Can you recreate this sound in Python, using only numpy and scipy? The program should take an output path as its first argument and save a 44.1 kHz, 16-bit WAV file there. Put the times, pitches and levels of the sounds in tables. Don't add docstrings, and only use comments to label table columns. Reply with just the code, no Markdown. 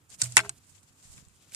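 import sys
import numpy as np
from scipy import signal
from scipy.fft import rfft, irfft
from scipy.io import wavfile
from scipy.ndimage import uniform_filter1d, map_coordinates

SR = 44100
rng = np.random.default_rng(int(sys.argv[2]) if len(sys.argv) > 2 else 0)


def elevation(decibels):
    levels = np.asarray(decibels, float)
    return 10 ** (levels / 20)


def file_out(sig):
    cols = np.atleast_2d(sig).T
    lim = np.clip(cols, -1, 1)
    pcm = np.round(lim * 32767).astype(np.int16)
    wavfile.write(sys.argv[1], SR, pcm)


N = 68355

# [f/Hz, density/dB]
FIELD_SPECTRUM = [(15, -42.5), (25, -6.5), (44, -15.5), (229, -5), (614, -17), (1260, -15), (3390, -32.5),
                  (3670, -36.5), (14700, -31)]
# [f/Hz, width/Hz, level/dB]
ENGINES = [(96, 12, -69), (146, 30, -75.5)]
# [t/s, level/dB]
BREEZE_LEVEL = [(0., -99), (.2, -68), (.225, -64), (.26, -66), (.39, -65.5), (.6, -85), (1.0, -88),
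                (1.2, -67.5), (1.4, -84.5)]
# [t/s, level/dB, dullness/dB, left-right/dB]
RUSTLE_MOVES = [(.078, -82, 4, 2), (.102, -59, -19.5, -6), (.148, -53.5, -5, -3.5), (.17, -78.5, 0.5, -4),
                (.215, -41.5, -8.5, -3.5), (.275, -53.5, -15, 1.5), (.354, -57, -8, -5),
                (.47, -57.5, -4, -1), (.54, -77, 8, -3), (.75, -65.5, -11.5, 0.5), (.82, -72.5, -12, 4),
                (.88, -70.5, -4.5, 5), (.94, -75, -12, 3.5), (1.02, -64.5, -9.5, 0),
                (1.17, -59.5, -16.5, 4), (1.25, -73, -3.5, 1), (1.51, -73, 7, 6), (1.55, -51.5, 7.5, 1)]
# [f/Hz, density/dB]
BLADE_SPECTRUM = [(240, -59.5), (400, -14), (658, -12.5), (1320, -13), (1440, -14), (4020, -11.5),
                  (4330, -10), (7350, -8), (14700, -26)]
# [crack/dB, shell/dB, chatter/s, left lag/ms, thinness/0-1]
CONTACTS = [(-10, -44, 0.004, 0.13, 0.04), (-24, -61, 0.0041, .05, 0.6), (-34, -45, 0.0032, 0.065, .5),
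            (-33, -64, 0.0025, 0.051, 0.54), (2, -8, 0.002, 0.17, 0), (-19, -26, 0.0045, 0.078, 0.4),
            (-20, -16, 0.00025, 0.1, 0.2), (-28, -49, 0.0016, 0.17, 0.9), (-16, -35, 0.0005, 0.3, .8),
            (-42.5, -54, 0.0018, 0.018, 0.3), (-26, -50.5, 0.0017, 0.011, 0.1), (-15.5, -53, .002, .07, .1),
            (-24, -60.5, .002, 0.06, 0.5), (-25.5, -55.5, 0.0024, 0.06, 0.7),
            (-35, -30.5, 0.0011, 0.11, .5), (-30.5, -27, 0.0018, .14, 0.6), (-27.5, -49.5, 0.0025, .3, 1),
            (-46, -85, 0.0024, 0.084, 0.7), (-26.5, -28.5, 0.00033, .14, 0.5)]
CONTACT_S = [.2169, .2385, .257, .322, .3682, .3774, .3914, .4092, .4937, 1.5205, 1.5475, .2215, .2345,
             .2425, .3972, .4022, .496, .1015, .3822]
# [t/s, crack/dB, shell/dB, chatter/s, left lag/ms]
STEM_SNAPS = [(0.81, -63, -83, .0004, -0.11), (0.832, -47.5, -83, .0004, -0.097),
              (1.027, -49.5, -74, .001, 0.027), (1.155, -58.5, -82, 0.0019, -0.11),
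              (1.179, -48, -51, 0.0027, -0.14), (1.186, -53, -63, .001, -.1),
              (1.251, -50, -75, 0.00087, -0.042), (1.285, -49, -80, 0.00044, -0.041),
              (1.296, -55, -67, 0.00033, -0.082), (1.378, -64, -88, .0004, .02)]
# [f/Hz, density/dB]
CRACK_SPECTRUM = [(300, -28.5), (1200, -16.5), (2800, -7.5), (4500, 10), (6300, 6.5), (8500, 4.5),
                  (11000, -16), (14500, -18)]
# [f/Hz, level/dB, t60/s]
SHELL_MODES = [(770, -11.5, 0.047), (874, -14.5, 0.041), (1085, 2.5, 0.022), (1351.4, -13.5, 0.079),
               (1592, 3.5, 0.043), (1798, -22, 0.029), (2070, -5, 0.04), (2199, 0.5, .04),
               (2710, -4.5, 0.035), (2372, -6, 0.05), (3770, -15.5, .03), (4190, -6.5, 0.034),
               (4807, -9.5, 0.031), (5500, -18, 0.069)]
# [t/s, level/dB, brightness/dB]
RATTLE_LEVEL = [
    (.367, -71.5, -15),
    (.371, -12, -14.5),
    (.379, -10.5, -3.5),
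    (.389, -31, -2.5),
    (.403, -29, -10),
    (.42, -50, -27),
    (.455, -46.5, -12),
    (.485, -55.5, -15.5),
    (.53, -71.5, -30),
]
# [t/s, level/dB]
RIM_ROCKS = [
    (0.4345, -40),
    (0.442, -54),
    (0.4478, -39.5),
    (0.4569, -54.5),
    (0.461, -48),
]
# [t/s, f/Hz, level/dB]
AIR_PUFFS = [(1.055, 97, -49), (1.078, 92, -47.5), (1.103, 62, -44), (1.147, 90, -51), (1.172, 110.5, -44),
             (1.209, 139, -52.5), (1.241, 120, -58), (1.272, 85, -50), (.228, 45, -48), (.39, 40, -57.5),
             (.72, 94.5, -57), (.79, 170, -63), (.11, 91, -56), (0.116, 239, -59), (.17, 260, -62),
             (.315, 270, -61), (0.344, 230, -60), (1.529, 300, -49.5), (0.909, 89.4, -58),
             (1.125, 76, -47.5)]
# [t/s, f/Hz, level/dB, swell/s, t60/s]
FLEX_RINGS = [(0.222, 122, -32.5, 0.0055, 0.51), (.218, 282, -42, 0.0011, 0.071),
              (.225, 660, -55, .005, 0.32), (0.218, 1510, -36, 0.0015, 0.05),
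              (0.215, 2497, -32.5, 0.0016, 0.019), (0.443, 1480, -55, .006, .15),
              (0.37, 121.2, -38, 0.0037, 0.36), (0.367, 214.5, -36, .002, .1),
              (.368, 335, -38.5, 0.0028, 0.16), (.368, 459, -32, .001, .06), (.369, 643.4, -34, 0.0024, .2),
              (0.401, 409.6, -45, 0.0054, .4), (0.408, 184.5, -48.5, .01, .4),
              (.445, 676, -51, 0.0038, 0.3), (.494, 333, -50, 0.0027, 0.083),
              (0.495, 130, -52, 0.0044, 0.29)]
DAMPING_S = (.342, .49, .54)
# [f/Hz, left-right/dB]
PORT_COLOUR = [(60, -7.5), (110, -3.5), (200, -4), (370, -3), (680, -3), (1250, -1), (2300, 8), (4230, 6.5),
               (7760, -1), (14200, -9.5)]
# [f/Hz, width/Hz, level/dB]
PORT_CAVITIES = [(7300, 980, 8), (8500, 2700, 10.5)]

FIELD_DB, ALIKE_BELOW_HZ = -70.5, 530
BREEZE_HZ, BREEZE_PUFFS_PER_S, BREEZE_PUFF_DB = 85, 210, 5.5
RUSTLE_PER_S, RUSTLE_SCATTER_DB, RUSTLE_FLICKER_DB = 7000, 1.5, 2.83
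DULL_HZ, DULL_DB = 3700, -4.5
CHATTER_FALL, CHATTER_SPIKE = 1.7, 0.36
SNAP_THINNESS = 1
RATTLE_PER_S, RATTLE_SCATTER_DB, RATTLE_CRACK_DB = 7000, 1.2, -13
ROCK_PUSH_S, ROCK_BELOW_HZ = 0.00061, 1200
KNOCK_HZ, KNOCK_WIDTH_HZ, KNOCK_DB = 1964, 1500, 32
SCATTER_S, SCATTER_DB, GROUND_S, GROUND_DB = .003, -6, .02, -14
THIN_BELOW_HZ = 250
PUFF_CYCLES = 0.28
WOBBLE, WAVER_DB, STOP_S = .014, 2.5, 0.032
CEILING, TOP_HZ = 1, 15600


def unit(x):
    return x / np.sqrt(np.mean(x ** 2))


def line(table, col=1):
    rows = np.array(table)
    return np.interp(np.arange(N) / SR, rows[:, 0], rows[:, col])


def colour(x, table, size=2048):
    hz, db = np.array(table).T
    bin_hz = np.arange(size // 2 + 1) * SR / size
    gain = elevation(np.interp(np.log(bin_hz + 1), np.log(hz), db))
    cepstrum = irfft(np.log(gain))
    cepstrum[1:size // 2] *= 2
    cepstrum[size // 2 + 1:] = 0
    impulse = irfft(np.exp(rfft(cepstrum)))
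    return signal.fftconvolve(x, np.atleast_2d(impulse), axes=1)[:, :N]


def band(x, hz, width_hz):
    return signal.lfilter(*signal.iirpeak(hz, hz / width_hz, SR), x)


def mode(x, hz, t60_s):
    pole = np.exp((2j * np.pi * hz - np.log(1000) / t60_s) / SR)
    return signal.lfilter([1], [1, -pole], x).imag


def walk(rate_hz):
    k = int(SR / rate_hz)
    steps = np.repeat(rng.standard_normal((2, N // k + 1)), k, axis=1)
    return unit(uniform_filter1d(uniform_filter1d(steps, k), k)[:, :N])


def clicks(per_s, scatter_db, channels=1):
    shape = (channels, N)
    present = rng.random(shape) < per_s / SR
    sign = np.sign(rng.standard_normal(shape))
    return unit(present * sign * elevation(scatter_db * rng.exponential(size=shape)))


def late(x, lag_ms):
    left = map_coordinates(x, [np.arange(len(x)) - lag_ms * SR / 1000])
    return np.array([left, x])


def tail(t60_s, db):
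    t = np.arange(int(.08 * SR)) / SR
    spray = rng.standard_normal((2, len(t))) * 1000. ** (-t / t60_s)
    return elevation(db) * spray / np.sqrt(np.sum(spray ** 2, axis=1, keepdims=True))


def outdoors():
    mid, side = colour(rng.standard_normal((2, N)), FIELD_SPECTRUM, size=8192)
    side = signal.lfilter(*signal.butter(1, ALIKE_BELOW_HZ, "high", fs=SR), side)
    field = unit(np.array([mid + side, mid - side])) * elevation(FIELD_DB + 2.4 * walk(15)[0])
    engines = sum(elevation(db) * unit(band(rng.standard_normal(N), hz, width_hz)) for hz, width_hz, db in ENGINES)
    breeze = rng.standard_normal((2, N)) + 1.5 * rng.standard_normal(N)
    breeze = breeze * elevation(line(BREEZE_LEVEL) + 24.5 + BREEZE_PUFF_DB * walk(BREEZE_PUFFS_PER_S)[0])
    for width_hz in (130.0, 150.0, 300.0):
        breeze = band(breeze, BREEZE_HZ, width_hz)
    return field + engines + breeze


def grass():
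    bright = unit(colour(clicks(RUSTLE_PER_S, RUSTLE_SCATTER_DB, channels=2), BLADE_SPECTRUM))
    dull = unit(band(clicks(RUSTLE_PER_S / 2, RUSTLE_SCATTER_DB), DULL_HZ, 4000.))
    dull = dull * elevation(DULL_DB + line(RUSTLE_MOVES, col=2))
    pan_db = line(RUSTLE_MOVES, col=3) * np.array([[.5], [-.5]])
    return (bright + dull) * elevation(line(RUSTLE_MOVES) + 1 + pan_db + RUSTLE_FLICKER_DB * walk(90))


def contacts():
    crack, blows = np.zeros((2, N + 2000)), np.zeros((2, N + 2000))
    age_s = np.arange(1024) / SR
    rows = [(s, *contact) for s, contact in zip(CONTACT_S, CONTACTS)]
    rows += [(*snap, SNAP_THINNESS) for snap in STEM_SNAPS]
    for s, crack_db, shell_db, chatter_s, lag_ms, thin in rows:
        burst = rng.standard_normal(1024) * np.abs(rng.standard_normal(1024)) ** CHATTER_SPIKE
        burst *= np.exp(-(age_s / chatter_s) ** CHATTER_FALL)
        burst[0] = 1.8
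        burst = late(np.r_[np.zeros(32), burst], lag_ms) / 3
        at = int(s * SR) - 32
        crack[:, at:at + 1056] += elevation(crack_db) * signal.lfilter([1, -min(thin, 1)], [1], burst)
        blows[:, at:at + 1056] += elevation(shell_db) * burst / np.sqrt(np.sum(burst[1] ** 2))
    return crack[:, :N], blows[:, :N]


def rattling():
    run = clicks(RATTLE_PER_S, RATTLE_SCATTER_DB)[0]
    return late(run * elevation(line(RATTLE_LEVEL) - 27.5), 0.26)


def rocking():
    t = np.arange(N) / SR
    pushes = sum(elevation(db) * np.exp(-((t - s) / ROCK_PUSH_S) ** 2) for s, db in RIM_ROCKS)
    rough = uniform_filter1d(rng.standard_normal(N), size=14)
    return signal.lfilter(*signal.butter(2, ROCK_BELOW_HZ, fs=SR), pushes * rough)


def knocks():
    crack, blows = contacts()
    rocks = rocking()
    rattle = rattling()
    blows = blows + rattle + rocks
    shell = sum((-1) ** k * elevation(db - 8.5) * mode(blows, hz, t60_s)
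                for k, (hz, db, t60_s) in enumerate(SHELL_MODES))
    knock = band(band(blows, KNOCK_HZ, KNOCK_WIDTH_HZ), KNOCK_HZ, 2 * KNOCK_WIDTH_HZ)
    rattle_crack = elevation(RATTLE_CRACK_DB + 29 + line(RATTLE_LEVEL, col=2)) * rattle
    crack = colour(crack + rattle_crack, CRACK_SPECTRUM)
    reflections = tail(SCATTER_S, SCATTER_DB) + tail(GROUND_S, GROUND_DB)
    crack = crack + signal.fftconvolve(crack, reflections, axes=1)[:, :N]
    mix = crack + shell + elevation(KNOCK_DB) * knock
    return signal.lfilter(*signal.butter(2, THIN_BELOW_HZ, "high", fs=SR), mix)


def puffs():
    t, out = np.arange(N) / SR, np.zeros((2, N))
    for s, hz, db in AIR_PUFFS:
        chance = rng.standard_normal((2, 1))
        swell = np.exp(-((t - s) * hz / PUFF_CYCLES) ** 2)
        out += elevation(db + 2 * chance) * swell * np.sin(2 * np.pi * hz * (t - s) + 1.7 * chance)
    return out


def flexing():
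    out, t = np.zeros(N), np.arange(N) / SR
    for s, hz, db, swell_s, t60_s in FLEX_RINGS:
        age_s = np.maximum(t - s, 0)
        stop = min(d for d in DAMPING_S if d > s)
        shape = (1 - np.exp(-age_s / swell_s)) ** 2 * 1000. ** (-age_s / t60_s)
        shape *= np.exp(-np.maximum(t - stop, 0) / STOP_S)
        waver_db = WAVER_DB * min(hz / 400, 1) * walk(60)[0]
        cycles = hz * np.cumsum((t > s) * (1 + WOBBLE * walk(73)[0])) / SR
        out += elevation(db + waver_db) * shape * np.sin(2 * np.pi * cycles)
    return out


def scene():
    return knocks() + flexing() + grass() + outdoors() + puffs()


def low_pass(x):
    return signal.sosfilt(signal.butter(12, 14850, fs=SR, output="sos"), x)


def record(dry):
    ports = []
    for k, (hz, width_hz, db) in enumerate(PORT_CAVITIES):
        port = colour(dry[[k]], [(f, tilt_db * (.5 - k)) for f, tilt_db in PORT_COLOUR])[0]
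        ports.append(port + (elevation(db) - 1) * band(port, hz, width_hz))
    clipped = np.clip(np.array(ports), -CEILING, CEILING)
    mix = signal.sosfilt(signal.butter(10, TOP_HZ, fs=SR, output="sos"), clipped)
    return low_pass(mix)


dry = scene()
out = record(dry)
file_out(out)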